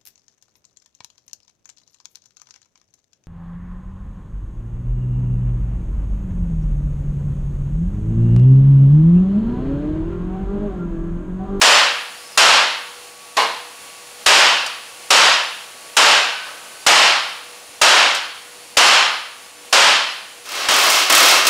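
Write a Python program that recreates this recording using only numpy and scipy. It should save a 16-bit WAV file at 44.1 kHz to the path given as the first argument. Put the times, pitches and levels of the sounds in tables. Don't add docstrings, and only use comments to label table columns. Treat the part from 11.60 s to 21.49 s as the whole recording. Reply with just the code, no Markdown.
import sys
import numpy as np
from scipy import signal
from scipy.fft import rfft, irfft, next_fast_len
from scipy.io import wavfile
from scipy.ndimage import uniform_filter1d

SR = 44100
rng = np.random.default_rng(int(sys.argv[2]) if len(sys.argv) > 2 else 0)


def to_wav(sig):
    pcm = np.clip(np.atleast_2d(sig), -1, 1) * 32767
    pcm = np.round(pcm).astype(np.int16)
    wavfile.write(sys.argv[1], SR, pcm.T)


def ratio(d):
    e = np.asarray(d, float) / 20
    return 10 ** e


N = 436147

# (frequency [Hz], level [dB per Hz])
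FRAME_COLOUR = [(24, -63), (40, -44.5), (185, -18.5), (542, -2.5), (1020, 1), (2210, -4.5), (2700, -3.5),
                (3740, -7), (5440, -8), (6170, -12.5), (6820, -12.5), (8550, -16.5), (13800, -35.5),
                (16000, -42)]
# (frequency [Hz], width [Hz], level [dB])
FRAME_PANELS = [(297, 8.5, 4.5), (577, 30, 4), (907, 51, 1.5), (1110, 23, 0.5), (1250, 20, 1.5),
                (2700, 170, 2), (3060, 310, 2.5), (6840, 150, 3)]


def evened(x):
    return x / np.sqrt(np.mean(x ** 2) + 1e-20)


def read(points, hz):
    f, value = np.transpose(points)
    return np.interp(np.log(hz + 1), np.log(f + 1), value)


def add(mix, s, sound):
    part = mix[round(s * SR):][:len(sound)]
    part += sound[:len(part)]


def coloured(x, colour, peaks, bright_db=0.):
    hz = np.fft.rfftfreq(len(x), 1 / SR)
    bumps_db = sum(db / (1 + (2 * (hz - f) / width) ** 2) for f, width, db in peaks)
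    tilt_db = bright_db * np.log2(hz / 2000 + 0.094)
    shape = ratio(read(colour, hz) + bumps_db + tilt_db)
    return irfft(rfft(x) * evened(shape), len(x))


def fuzzy(hz, width):
    keep = np.exp(-np.pi * width / SR)
    noise = rng.standard_normal((2, len(hz)))
    for _ in range(2):
        noise = signal.lfilter([1], [1, -keep], noise)
    a, b = noise
    carrier = np.exp(2j * np.pi * np.cumsum(hz) / SR)
    return evened(((a + 1j * b) * carrier).real)


def leak_hiss():
    # (frequency [Hz], level [dB per Hz])
    leak_colour = [(35, -41), (60, -26), (150, -23), (380, -17), (700, -11.5), (1400, -16.5), (2600, -13),
                   (4000, -17), (6500, -17.5), (8000, -19), (10000, -15.5), (11500, -22.5), (13000, -29.5),
                   (16000, -35)]
    # (frequency [Hz], width [Hz], level [dB])
    leak_pipes = [(2580, 210, 0), (4300, 260, 4), (7040, 310, 2.5), (9300, 370, 0), (10200, 760, -0.5),
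                  (14900, 900, 8)]
    # (time [s], level [dB])
    leak_drift = [
        (0, 2),
        (1.7, .2),
        (2.2, 1.7),
        (5.1, 2),
        (6, 0.5),
        (8.7, -0.1),
    ]
    t = np.arange(N) / SR
    flutter = evened(uniform_filter1d(uniform_filter1d(rng.standard_normal(N), 3000), 3000))
    hiss_drift_db = np.interp(t, *np.transpose(leak_drift))
    hiss = coloured(rng.standard_normal(next_fast_len(N, True)), leak_colour, leak_pipes)[:N]
    return ratio(-41 + hiss_drift_db + .5 * flutter) * hiss


def compressor_hum():
    # (frequency [Hz], level [dB rms])
    hum_tones = [(484.5, -54), (820, -64), (1130, -55), (1293, -66), (1454, -61), (2588, -63),
                 (2722, -59.5), (4528, -61)]
    drift_db = -.5 * (np.arange(N) / SR - 3.5)
    out = np.zeros(N)
    for hz, db in hum_tones:
        waver = evened(uniform_filter1d(rng.standard_normal(N), 9000))
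        phase = 2 * np.pi * np.cumsum(hz * (1 + .001 * waver)) / SR
        out += np.sqrt(2) * ratio(db + drift_db + 3.0 * waver) * np.sin(phase)
    return out


def clang(colour, peaks, bright_db, longer, crack_db, crack_t60, crack_bright_db, size=40960):
    # (frequency [Hz], t60 [s])
    hall_decay = [(100, 0.91), (300, 0.59), (700, 0.76), (1500, 0.9), (3000, 0.9), (4200, 0.88),
                  (6000, 0.71), (9000, 0.6), (14000, 0.56)]
    hz = np.fft.rfftfreq(256, 1 / SR)[:, None]
    t = np.arange(size // 64 + 1) * 64 / SR
    a, b = rng.standard_normal((2, len(t), len(hz))).transpose(0, 2, 1)
    swell = 1 - 0.44 * np.exp(-t * (hz + 100) / 14)
    t60 = longer * read(hall_decay, hz) * rng.uniform(0.98, 1.04, hz.shape)
    field = swell * ratio(-60 * t / t60)
    tail = signal.istft((a + 1j * b) * field, nperseg=256, noverlap=192)[1][:size] / 13

    t = np.arange(size) / SR
    crack = ratio(crack_db - 60 * np.maximum(t - .008, 0) / crack_t60) * rng.standard_normal(size)
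    lumps = rng.uniform([300, 15, -3], [8000, 50, 3.5], (16, 3))
    both = coloured(tail, colour, [*peaks, *lumps], bright_db)
    both += coloured(crack, colour, [], bright_db + crack_bright_db)
    fade_in = np.minimum(t / 0.0046, 1) ** 2.6
    fade_out = signal.windows.tukey(2 * size, .2)[size:]
    return both * fade_in * fade_out


def thump(db):
    t = np.arange(2000) / SR
    return ratio(db + 7.5 - 60 * t / 0.023) * np.sin(2 * np.pi * 110 * t)


def sledge_blows():
    # (time [s], force [dB], ring length [factor], thump level [dB])
    hammer_blows = [
        (0.0144, 20, 0.78, -29),
        (.775, 22, 0.77, -25),
        (2.662, 20.5, 0.86, -23),
        (3.505, 21.5, 0.77, -37),
        (4.368, 18.5, 0.86, -32),
        (5.265, 21.5, 0.84, -23),
        (6.215, 22.5, 0.81, -25),
        (7.17, 23, .8, -13),
        (8.127, 19.5, .83, -31),
        (9.086, 18, 1, -21),
    ]
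    out = np.zeros(N)
    for s, db, longer, thump_db in hammer_blows:
        blow = clang(FRAME_COLOUR, FRAME_PANELS, 1.27, longer, crack_db=-8.5, crack_t60=0.054, crack_bright_db=4.0)
        add(out, s - .003, ratio(db - 9.5) * blow)
        add(out, s, thump(thump_db))
    return out


def whistle(start, top_s, top_hz, db):
    bend_per_s2, rise_s, after_s = 7.6, .04, .11
    t = np.arange(start, top_s + after_s, 1 / SR)
    hz = top_hz * (1 - bend_per_s2 * (t - top_s) ** 2)
    fade = np.clip(np.minimum(t - t[0], 4 * (t[-1] - t)) / rise_s, 0, 1)
    return ratio(db) * fade * fuzzy(hz, 145.)


def hose_whistles():
    # (start [s], time of top pitch [s], top pitch [Hz], level [dB rms])
    hose_swoops = [
        (.525, .68, 5190, -48.5),
        (.53, .66, 5850, -55),
        (5.13, 5.24, 4690, -51),
    ]
    out = np.zeros(N)
    for start, top_s, top_hz, db in hose_swoops:
        add(out, start, whistle(start, top_s, top_hz, db))
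    return out


def single_mode(hz, db, t60):
    t = np.arange(30000) / SR
    tone = 0.98 * np.sin(2 * np.pi * (hz * t + rng.random())) + 1.1 * fuzzy(hz + 0 * t, 70.0)
    return ratio(db - 60 * t / t60) * tone * np.minimum(t / 0.021, 1)


def glancing_blow():
    # (time [s], peak level [dB])
    glance_hit = [
        (1.77, -3.5),
    ]
    # (frequency [Hz], level [dB], t60 [s])
    member_modes = [(448, -13.5, 0.42), (835, -2, 0.24), (988, -5, 0.33), (1036, -5.5, 0.49),
                    (1085, -8, 0.42), (1230, -14, 0.5), (1570, -19, 0.5), (1830, -21, 0.45),
                    (1920, -16, 0.28), (2160, -10, 0.44), (2850, -11, 0.49), (4118, -18, 0.65),
                    (4440, -25, 0.66)]
    # (frequency [Hz], level [dB per Hz])
    member_colour = [(35, -77), (60, -45), (371, -20.5), (437, -19), (698, -9.5), (1010, -7), (1410, -14.5),
                     (4120, -17), (11500, -35.5), (16000, -54)]
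    out = np.zeros(N)
    s, db = glance_hit[0]
    blow = clang(member_colour, [], 0.086, 0.78, crack_db=-8, crack_t60=0.035, crack_bright_db=2.0)
    add(out, s - .005, ratio(db - 6.0) * blow)
    for hz, mode_db, t60 in member_modes:
        add(out, s - .003, single_mode(hz, db + mode_db - 9.5, t60))
    return out


def falling_parts():
    # (time [s], peak level [dB], brightness [dB per octave], ringing pitch [Hz], ringing level [dB])
    part_drops = [
        (3.059, -20.5, 3, 4530, -37),
        (4.722, -40, -2, 1520, -37.5),
        (4.86, -30, -1.5, 1290, -46),
        (6.544, -15.5, 2.5, 3200, -46),
        (6.577, -30, 0, 4450, -43),
    ]
    out = np.zeros(N)
    for s, db, bright_db, hz, ring_db in part_drops:
        longer = 0.95 - 0.23 * bright_db
        clink = clang(FRAME_COLOUR, FRAME_PANELS, bright_db, longer,
                      crack_db=-2.0, crack_t60=0.056, crack_bright_db=2.5, size=16384)
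        add(out, s, ratio(db - 4.0) * clink)
        add(out, s, single_mode(hz, ring_db, longer + 0.14))
    return out


def air_chisel():
    # (first stroke [s], held [s], rate [strokes per s], strength [dB])
    trigger_bursts = [
        (8.837, .01, 39, 1),
        (8.854, .108, 32, 7),
        (9.088, .01, 39, 3),
        (9.108, .167, 39, 8),
        (9.297, .01, 39, 8),
        (9.4964, .224, 38, 7.5),
        (9.775, .01, 39, -9),
        (9.848, .01, 39, -3.5),
        (9.868, .01, 39, 9),
    ]
    # (frequency [Hz], level [dB per Hz])
    chisel_colour = [(24, -57), (40, -44), (185, -28), (269, -16), (392, -9), (455, -12), (585, -4.5),
                     (965, -7), (1070, -1.5), (1440, -5.5), (1550, -6.5), (5440, -6.5), (16000, -23)]
    # (frequency [Hz], width [Hz], level [dB])
    chisel_panels = [(290, 30, 2.9), (1280, 78, 3.7), (1520, 40, 2.5), (2160, 66, 4.9), (2660, 210, 5.2),
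                     (3170, 120, 4.4), (4300, 72, 2.1), (5700, 130, 1.3)]
    soft_start_db, sag_db_per_s = -4, 35
    scatter_db, scatter_bright_db, jitter_s = 1.5, 1.2, .001
    out = np.zeros(N)
    for first, held, rate, db in trigger_bursts:
        since = np.arange(0, held, 1 / rate)
        force_db = db - sag_db_per_s * since + soft_start_db * (since == 0)
        for s, stroke_db in zip(first + since, force_db):
            a, b, c = rng.standard_normal(size=3)
            stroke = clang(chisel_colour, chisel_panels, scatter_bright_db * a - 0.94, 0.88,
                           crack_db=-4, crack_t60=.055, crack_bright_db=4.5, size=16384)
            add(out, s - .002 + jitter_s * b, ratio(stroke_db + scatter_db * c - 7.5) * stroke)
    return out


def limited(x, ceiling_db=-9.5, firm=0.96, knee_db=1.7, recover_db=135.0, sag=0.23, sag_s=4.3):
    power_db = 10 * np.log10(abs(uniform_filter1d(x ** 2, 500)) + 1e-12)
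    fall = np.arange(N) * recover_db / SR
    held_db = np.maximum.accumulate(power_db + fall) - fall
    over_db = firm * knee_db * np.logaddexp(0, (held_db - ceiling_db) / knee_db)
    keep = np.exp(-1 / (sag_s * SR))
    slow_db = sag * signal.lfilter([1 - keep], [1, -keep], over_db)
    x = x / ratio(uniform_filter1d(over_db, 200) + slow_db)
    return x / (1 + abs(x / 1.1) ** 8) ** (1 / 8)


def scene():
    dissolve_s, dissolve_length_s = 8.823, 0.73
    share = np.clip((np.arange(N) / SR - dissolve_s) / dissolve_length_s, 0, 1)
    air = leak_hiss() + compressor_hum() + hose_whistles()
    hammering = sledge_blows() + glancing_blow() + falling_parts()
    mix = (1 - share) * limited(hammering + air) + share * limited(air_chisel() + air[::-1])
    return np.array([mix, mix])


def roll_off(x):
    return signal.sosfilt(signal.butter(12, 16470, fs=SR, output="sos"), x)


def record(dry):
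    edge_hz, swap_share, swap_from_hz = 15760, .01, 4200
    hz, t, z = signal.stft(dry[0], SR, nperseg=1024)
    hz = hz[:, None]
    power = uniform_filter1d(abs(z) ** 2, 3, 1)
    band_db = 10 * np.log10(abs(uniform_filter1d(power, 9, 0)) / power.sum(0) + 1e-15)
    wander_db = 2 * np.repeat(rng.standard_normal((65, len(t))), 8, 0)[:513]
    needed_db = -57.5 + 7 * (hz - 15000) / 1000 + wander_db
    kept = z * (hz < edge_hz) * ((band_db > needed_db) | (hz < 13800))
    mono = signal.istft(kept, SR, nperseg=1024)[1][:N]

    cells = rng.random((len(t) // 3 + 1, 17)).T < swap_share * (np.arange(17) < 10)[:, None]
    swapped = np.repeat(np.repeat(cells, 32, 0), 3, 1)[:513, :len(t)]
    other = np.exp(2j * np.pi * rng.random((len(t), 513)).T) * swapped * (hz > swap_from_hz)
    side = signal.istft(kept * other, SR, nperseg=1024)[1][:N]
    return roll_off(np.clip([mono + side, mono - side], -1, 1))


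dry = scene()
out = record(dry)
to_wav(out)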